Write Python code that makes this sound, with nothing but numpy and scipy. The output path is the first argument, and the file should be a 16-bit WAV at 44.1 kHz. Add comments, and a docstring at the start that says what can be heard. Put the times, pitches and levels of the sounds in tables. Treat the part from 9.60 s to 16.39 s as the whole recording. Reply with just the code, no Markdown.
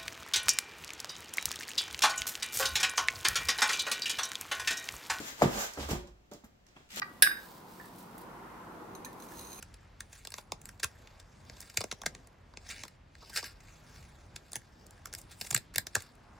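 """A blade shaves a flat wooden pencil held close to a phone in a quiet workshop.
From the start fibres snap in short bursts that ring blade and pencil, hardest past one and two seconds.
The rubbing of edge and glove thins out near three seconds, then one strong scrape stands out before four.
After a lull of soft scraping the snaps return, crowding together near six seconds; some cuts jolt the hand.
Throughout, a small room answers briefly over a low rumble with a wavering hum, both made of filtered noise."""
import sys
import numpy as np
from scipy import signal
from scipy.fft import rfft, irfft, next_fast_len
from scipy.io import wavfile
from scipy.ndimage import uniform_filter1d

SR = 44100
rng = np.random.default_rng(int(sys.argv[2]) if len(sys.argv) > 2 else 0)


def inscribe(sig):
    """Save sig as 16-bit PCM at rate SR to the path in sys.argv[1].

    A 1-D sig is mono; a 2-D sig holds one channel per row.
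    Samples are clipped to [-1, 1] before scaling.
    """
    pcm = np.round(np.clip(np.atleast_2d(sig).T, -1, 1) * 32767)
    wavfile.write(sys.argv[1], SR, pcm.astype(np.int16))


def volts_from_db(level):
    """Convert decibel levels to linear amplitude ratios."""
    exponent = np.asarray(level, float) / 20
    return 10 ** exponent


N = 299439  # length in samples

# resonances of blade and pencil: pitch_hz, width_hz, level_db
RESONANCES = [(302, 730, -13), (1095, 497, 2.5), (1640, 278, 5), (2125, 590, -2), (2964, 580, -7),
              (3325, 630, -7), (5014, 1070, -2.5), (5960, 1390, -2.5), (7300, 1320, -1.5),
              (9260, 1920, -7.5), (10830, 1800, -11), (14700, 3100, -19.5)]
WOODY_HZ, BRIGHT_HZ = 1231, 6910  # edges between the woody, middle and bright parts


def along(points, hz):
    """Gain at the frequencies hz, drawn through (Hz, dB) points on a log pitch axis."""
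    p = np.array(points, float)
    return volts_from_db(np.interp(np.log(hz + 1), np.log(p[:, 0]), p[:, 1]))


def unit(x):
    """Scale to rms 1."""
    return x / np.sqrt(np.mean(x ** 2))


def shaped(x, gain):
    """Filter by a gain given as a function of frequency."""
    n = next_fast_len(x.shape[-1])
    spectrum = rfft(x, n) * gain(np.fft.rfftfreq(n, 1 / SR))
    return irfft(spectrum, n)[..., :x.shape[-1]]


def walk(rate):
    """Random control curve of rms 1 that slews to a new level rate times a second."""
    hold = int(SR / rate)
    levels = rng.standard_normal(N // hold + 1)
    return unit(uniform_filter1d(np.repeat(levels, hold), hold)[:N])


def body(hz, scatter_db=np.zeros(len(RESONANCES))):
    """Blade and pencil as a sum of damped resonances; scatter_db changes how strongly each one speaks."""
    response = 0
    for k, (pitch_hz, width_hz, level_db) in enumerate(RESONANCES):
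        damping = 1j * hz * width_hz
        mode = damping / (pitch_hz * pitch_hz - hz * hz + damping)
        response = response + (-1) ** k * volts_from_db(level_db + scatter_db[..., k, None]) * mode
    return response


def parts(hz):
    """Crossover filters for the woody, middle and bright parts of the spectrum."""
    woody = 1 / (1 + 1j * hz / WOODY_HZ) ** 2
    middle = (1j * hz / WOODY_HZ) ** 2 * woody / (1 + (hz / BRIGHT_HZ) ** 6)
    bright = (1j * hz / BRIGHT_HZ / (1 + 1j * hz / BRIGHT_HZ)) ** 3
    return woody, middle, bright


def snaps():
    """Each snap is a cluster of tiny fractures that swells and dies within milliseconds, ringing the body."""
    # fibres snapping and blade knocks: time_s, level_db (middle part, its energy held for 1 ms),
    # woody_db and bright_db (relative to level_db), half_length_ms (clipped below)
    snap_table = [(0.028, -33, -5, -4.5, 1.14), (0.143, -44, -4, -5.5, 1.3), (0.4065, -30, -10.5, -5, 0.64),
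                  (0.5313, -39, -6, -4.5, 1.4), (0.652, -32, -3.5, -11, 0.99),
                  (0.673, -31, -6.5, -7.5, 0.47), (0.705, -46.5, -14, 4.5, 0.5), (0.722, -35, -5, -7, 0.89),
                  (0.7413, -28.5, -6.5, -13, 0.42), (0.7846, -30, 0.5, -13, 1.6),
                  (0.9212, -24, -0.5, -9, 0.58), (1.017, -49, -8, 4, 0.93), (1.0562, -40, -8, 3, 0.32),
                  (1.091, -37, -12, -5.5, 0.86), (1.2011, -34, -4.5, -9, 1.8),
                  (1.2343, -19, -8.5, -8, 1.54), (1.2395, -23, -7, -16, 1.4), (1.2442, -20, -9, -2.5, 0.91),
                  (1.4742, -45, -39, -19, 0.93), (1.6016, -42.5, -8, -8.5, 1.9),
                  (1.8981, -36.5, -4.5, -24, 0.36), (1.971, -45, -1, -18, 1.7), (2.006, -41.5, -5, 6, 0.62),
                  (2.016, -43.5, -3, 1, 1.2), (2.028, -39.5, -5.5, -9, 2), (2.101, -39.0, -10, -8.5, 1.4),
                  (2.144, -43, -1, -10, 1.4), (2.1746, -14.5, -8.5, -8, 1.6), (2.208, -25, -0.5, -9, 0.91),
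                  (2.215, -25, -2.5, -17, 0.86), (2.241, -25, 0.5, -10, 0.78),
                  (2.316, -24, -8.5, -14, 0.91), (2.326, -29.5, -0.5, -16, 1.3),
                  (2.418, -32.5, -1.5, -11, 0.65), (2.4355, -43, 8.5, -9, 0.53),
                  (2.4639, -15.5, -4.5, -12.5, 1.5), (2.5503, -35, -4, -14, 0.57),
                  (2.6729, -48, -1, -2.5, 0.54), (2.939, -49, 4.5, -21, 0.95),
                  (2.973, -33.5, -4, -31, 0.38), (3.0925, -33, -7, -10, 1.9), (3.237, -27, -3, -15, 0.95),
                  (3.253, -41, 1.5, -7, 0.98), (3.282, -41.5, -14, -6.5, 1.1),
                  (3.553, -44.5, -15, -25, 0.5), (3.629, -44.5, 4.5, -15, 5.9),
                  (3.7016, -37.5, -2, -8, 2.6), (3.7648, -21.5, -9.5, -9, 2.3), (3.831, -32, 0, -16, 1.7),
                  (3.8439, -28.5, -6.5, -12.5, 1.5), (4.0068, -47.0, -6, -10, 1.2),
                  (4.763, -30.5, -7, -8.5, 1.14), (4.92, -43, -10, 3, 0.31), (4.933, -33.5, -6, 2, 0.32),
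                  (4.957, -26, -5.5, -0.5, 0.33), (4.965, -31, -4, -1.5, 1.2), (5.267, -54, -3, 6.5, 0.61),
                  (5.3086, -51, -1.5, 3.5, 0.42), (5.4572, -32.5, -25, -2, 0.44),
                  (5.4731, -42, -1, -8, 1.7), (5.53, -35, -10, -10, 1.1), (5.5378, -30.5, -6, -2, 0.44),
                  (5.5503, -31, -10.5, -3, 0.29), (5.5886, -41.5, -4, 3.5, 2.8), (5.616, -47, -4, 3, 1.4),
                  (5.718, -41.5, -9, -4, 2), (5.814, -24.5, -8, -8.5, 1.03), (5.8497, -35.5, -3, -9, 2.2),
                  (5.87, -34.5, -10, -1, 2.6), (5.9064, -36.5, -29, 8, 0.57), (5.911, -23, -6, 0, 1.07),
                  (5.929, -28.5, -3, -5, 1.7), (5.948, -15.5, -10.5, 2.5, 0.97),
                  (5.965, -19.5, -8.5, -11, 0.75), (5.9778, -27.5, -7.5, -3, 1.2),
                  (6.1425, -40.5, -15, -4.5, 1.4), (6.149, -38, -11, -10.5, 0.54),
                  (6.16, -20.5, -7.5, -4, 0.8), (6.1831, -14, -7, -3.5, 0.59), (6.27, -28.5, -8, -9, 0.9),
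                  (6.3539, -12, -7, -7, 1.05), (6.364, -24, 2, -19, 1.4), (6.407, -39, -4, -7, 1.1),
                  (6.4226, -44.5, -13, 4, 0.7), (6.5543, -59.5, -8, 0.5, 0.69)]
    time_s, level_db, woody_db, bright_db, half_ms = np.transpose(snap_table)[..., None]
    lead, length = 700, 2048  # samples ahead of the snap time, and in all
    ms = 1000 * (np.arange(length) - lead) / SR
    hz = np.fft.rfftfreq(length, 1 / SR)
    chance = rng.standard_normal((len(snap_table), 2 * length + len(RESONANCES)))
    fine, coarse, grip = np.split(chance, [length, 2 * length], axis=1)

    # fractures come in uneven lumps under a millisecond long
    lumps = volts_from_db(3 * unit(uniform_filter1d(coarse, size=24)))
    u = ms / np.clip(half_ms, .3, 4) + 0.83
    # a faint tearing builds up before the break
    onset = np.exp(-u ** 2 / 2.56) + volts_from_db(-14.5) * np.exp(ms / 2.6)
    shape = np.where(u < 0, onset, 1 / np.cosh(0.56 * u))

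    # bending waves in pencil and hand: the lowest pitches come nearly this many of their cycles late,
    # higher pitches fewer
    bending_cycles = 1.775
    bending = np.exp(-2j * np.pi * bending_cycles * np.log(hz / (hz + WOODY_HZ) + 1e-9))
    # the grip changes how strongly each resonance speaks
    ring = rfft(fine * lumps * shape) * body(hz, 1.8 * grip) * bending

    woody, middle, bright = (irfft(ring * part) for part in parts(hz))
    # give each part the energy of rms 1 held for 1 ms
    woody, middle, bright = (v * np.sqrt(SR / 1000 / (v ** 2).sum(1, keepdims=True))
                             for v in (woody, middle, bright))
    bursts = volts_from_db(level_db) * (middle + volts_from_db(woody_db) * woody + volts_from_db(bright_db) * bright)

    out = np.zeros(N + length)
    for start, burst in zip((time_s[:, 0] * SR).astype(int) - lead, bursts):
        out[start:start + length] += burst
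    return out[:N]


def pressure():
    """Gains of the rubbing's middle, woody and bright parts: scrapes of one shape over the sliding grip."""
    # the edge biting into the wood: deepest_bite_s, fade_s (time to fall 10 dB), level_db (middle part),
    # woody_db and bright_db (relative to level_db)
    scrape_table = [(0.56, 0.09, -56, -10, -5), (0.78, 0.04, -54, -7, -2), (1.068, 0.07, -62, -8, -5),
                    (1.279, 0.12, -61.5, -10, -10), (1.935, 0.01, -50.5, -3, -18),
                    (2.03, 0.21, -57, -9, -6.5), (3.07, 0.05, -51.5, -7, -15),
                    (3.111, 0.02, -37.5, -11, -11.5), (3.175, 0.08, -47, -6.5, -14),
                    (3.665, 0.11, -54, -4.5, -13.5), (3.748, 0.0377, -46, -8, -6),
                    (3.774, 0.02, -26.5, -7, -9.5), (3.863, 0.0374, -47, -10, -8.5),
                    (4.1, 0.15, -59.5, -12, -10), (4.36, 0.2, -58.5, -11.5, -7),
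                    (4.945, 0.01, -52.5, -9, -7.5), (5.585, 0.05, -60.5, -3, 2),
                    (5.723, 0.03, -53.5, -6.5, -5), (5.84, 0.07, -54, -7, 3), (6.386, 0.07, -52, -13, -8)]
    # glove and fingers sliding on the pencil: time_s, level_db (middle part)
    grip_table = [(0, -66), (.4, -76.5), (1.15, -76), (1.4, -67), (1.8, -69), (2.2, -66.5), (2.6, -68),
                  (2.88, -83), (3.4, -91), (3.98, -77), (4.2, -74), (4.88, -66.5), (5.2, -68),
                  (6.05, -67.5), (6.12, -85.5), (6.24, -82), (6.5, -70.5), (6.79, -73.5)]
    grip_parts_db = np.array([[0], [-10.5], [-11.5]])  # middle, woody, bright
    rise_share, bite_power = 0.66, 1.16  # rise time as a share of the fade; roundness of the top

    t = np.arange(N) / SR
    power = volts_from_db(np.interp(t, *np.transpose(grip_table)) + grip_parts_db) ** 2
    for bite_s, fade_s, level_db, woody_db, bright_db in scrape_table:
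        u = np.abs(t - bite_s) / (fade_s * np.where(t < bite_s, rise_share, 1))
        scrape_db = level_db - 10 * np.minimum(u, 30) ** bite_power
        power = power + volts_from_db(scrape_db + np.array([[0], [woody_db], [bright_db]])) ** 2
    return np.sqrt(power)


def rub():
    """Dense stick-slip with splinter ticks; each resonance swells on its own as the edge bites unevenly."""
    middle_gain, woody_gain, bright_gain = pressure()
    splinters_per_s, splinter_db = 280, 2.5  # stray ticks; rise for a tick of height 1
    strikes = (rng.random(N) < splinters_per_s / SR) * rng.exponential(size=N)
    # ticks last about 1 ms, with capped height
    ticks = np.minimum(uniform_filter1d(strikes, size=45) * 45, 2)
    slips_db = 2.0 * walk(300) + 1.0 * walk(40) + splinter_db * ticks
    slips = rng.standard_normal(N) * volts_from_db(slips_db)

    # each row silences all resonances but one
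    alone_db = np.where(np.eye(len(RESONANCES)), 0, -200)
    rung = np.zeros(N)
    for mode_db in alone_db:
        swell = volts_from_db(2 * walk(35) + 1.3 * walk(7))
        rung += swell * shaped(slips, lambda hz: body(hz, mode_db))

    woody, middle, bright = (unit(shaped(rung, lambda hz: parts(hz)[k])) for k in range(3))
    # light slips do not shake the hand
    woody = shaped(woody, lambda hz: 1 / (1 + (330 / (hz + 1)) ** 4))
    return woody_gain * woody + middle_gain * middle + bright_gain * bright


def jolts():
    """The hand's jolt as a soft low thump: a quickly damped sine that sags in pitch."""
    # the blade breaks free or the grip shifts: start_s, level_db (before the envelope),
    # pitch_hz (where the sag ends)
    jolt_table = [(0.926, -46, 155), (1.245, -40, 81.5), (2.182, -38, 90), (2.469, -47, 145),
                  (4.967, -46.5, 113), (5.916, -40.5, 126), (5.951, -35.5, 121), (6.171, -40, 99.4),
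                  (6.368, -37, 90)]
    out, t = np.zeros(N), np.arange(SR // 10) / SR
    envelope = t / 0.0095 * np.exp(1 - t / 0.0076)
    sagging_s = t + 0.0033 * (1 - np.exp(-t / 0.0037))  # time that runs fast at first
    for start_s, level_db, pitch_hz in jolt_table:
        thump = envelope * np.sin(2 * np.pi * pitch_hz * sagging_s)
        start = int(start_s * SR)
        out[start:start + len(t)] += volts_from_db(level_db) * thump
    return out


def room(x):
    """Nearby bench and walls: a short dense tail of decaying noise, different at each microphone."""
    t60_s, level_db = 0.11, -12.5
    t = np.arange(SR // 4) / SR
    decay = np.exp(-np.log(1000) * t / t60_s) * (t > .003)  # first echoes after 3 ms
    tail = rng.standard_normal((2, len(t))) * decay
    tail = signal.lfilter([1 - .3], [1, -.3], tail)  # soften the treble
    tail = tail / np.sqrt((tail ** 2).sum(1, keepdims=True))
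    return volts_from_db(level_db) * signal.fftconvolve(x[None], tail, axes=1)[:, :N]


def air():
    """Room tone from noise, nearly mono in the bass, each octave of its mid swelling, with a wavering hum."""
    # room tone colour: pitch_hz, density_db (per Hz, relative)
    tone_table = [(15, -47), (33, 2), (89, -4), (416, -20), (840, -21), (1610, -27), (6050, -40),
                  (16000, -64.5)]
    # stereo width of the room tone: pitch_hz, side_minus_mid_db
    width_table = [(60, -24.5), (200, -12.5), (700, -1), (2400, -6), (15000, -7)]
    tone_db = -57
    hum_hz, hum_half_width_hz, hum_db = 90, 6.6, -68.5

    octaves = np.zeros(N)
    for centre_hz in 2. ** np.arange(5, 15):
        swell = volts_from_db(2.23 * walk(6))
        octaves += swell * shaped(rng.standard_normal(N),
                                  lambda hz: np.exp(-np.log2((hz + 1) / centre_hz) ** 2))
    mid = unit(shaped(octaves, lambda hz: along(tone_table, hz)))
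    side = unit(shaped(rng.standard_normal(N), lambda hz: along(tone_table, hz)))
    side = shaped(side, lambda hz: along(width_table, hz))
    tone = volts_from_db(tone_db + 1.1 * walk(4.5)) * np.array([mid + side, mid - side])

    # noise this narrow is heard as a hum that wavers
    hum = unit(shaped(rng.standard_normal(N),
                      lambda hz: 1 / (1 + ((hz - hum_hz) / hum_half_width_hz) ** 2)))
    return tone + volts_from_db(hum_db) * hum


def scene():
    """The work is heard close by two spaced microphones, whose paths differ a little with pitch."""
    work = snaps() + rub() + jolts()
    side_points = [(100, -20.0), (500, -10.0), (2000, -28.5), (5000, -8.5), (12000, -15.0)]  # Hz, dB
    side_delay_s = 0.000365
    side = shaped(work, lambda hz: np.exp(-2j * np.pi * hz * side_delay_s) * along(side_points, hz))
    return np.array([work + side, work - side]) + room(work) + air()


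def band_limit(x):
    """A steep low-pass at the top of the band."""
    return signal.sosfilt(signal.butter(12, 16990, fs=SR, output="sos"), x)


def record(dry):
    """The phone adds faint hiss, drops the deepest bass and nearly all of the very top."""
    hiss = volts_from_db(-93.5) * rng.standard_normal(dry.shape)
    bass_hz, top_hz, top_leak = 38, 15900, .04  # top_leak: gain left above the top edge

    def band(hz):
        """Steep top edge and a gentler bass cut."""
        top = 1 / (1 + (hz / top_hz) ** 80) + top_leak
        return top / np.sqrt(1 + (bass_hz / (hz + 1)) ** 6)

    mix = shaped(dry + hiss, band)
    return band_limit(mix)


dry = scene()
out = record(dry)
inscribe(out)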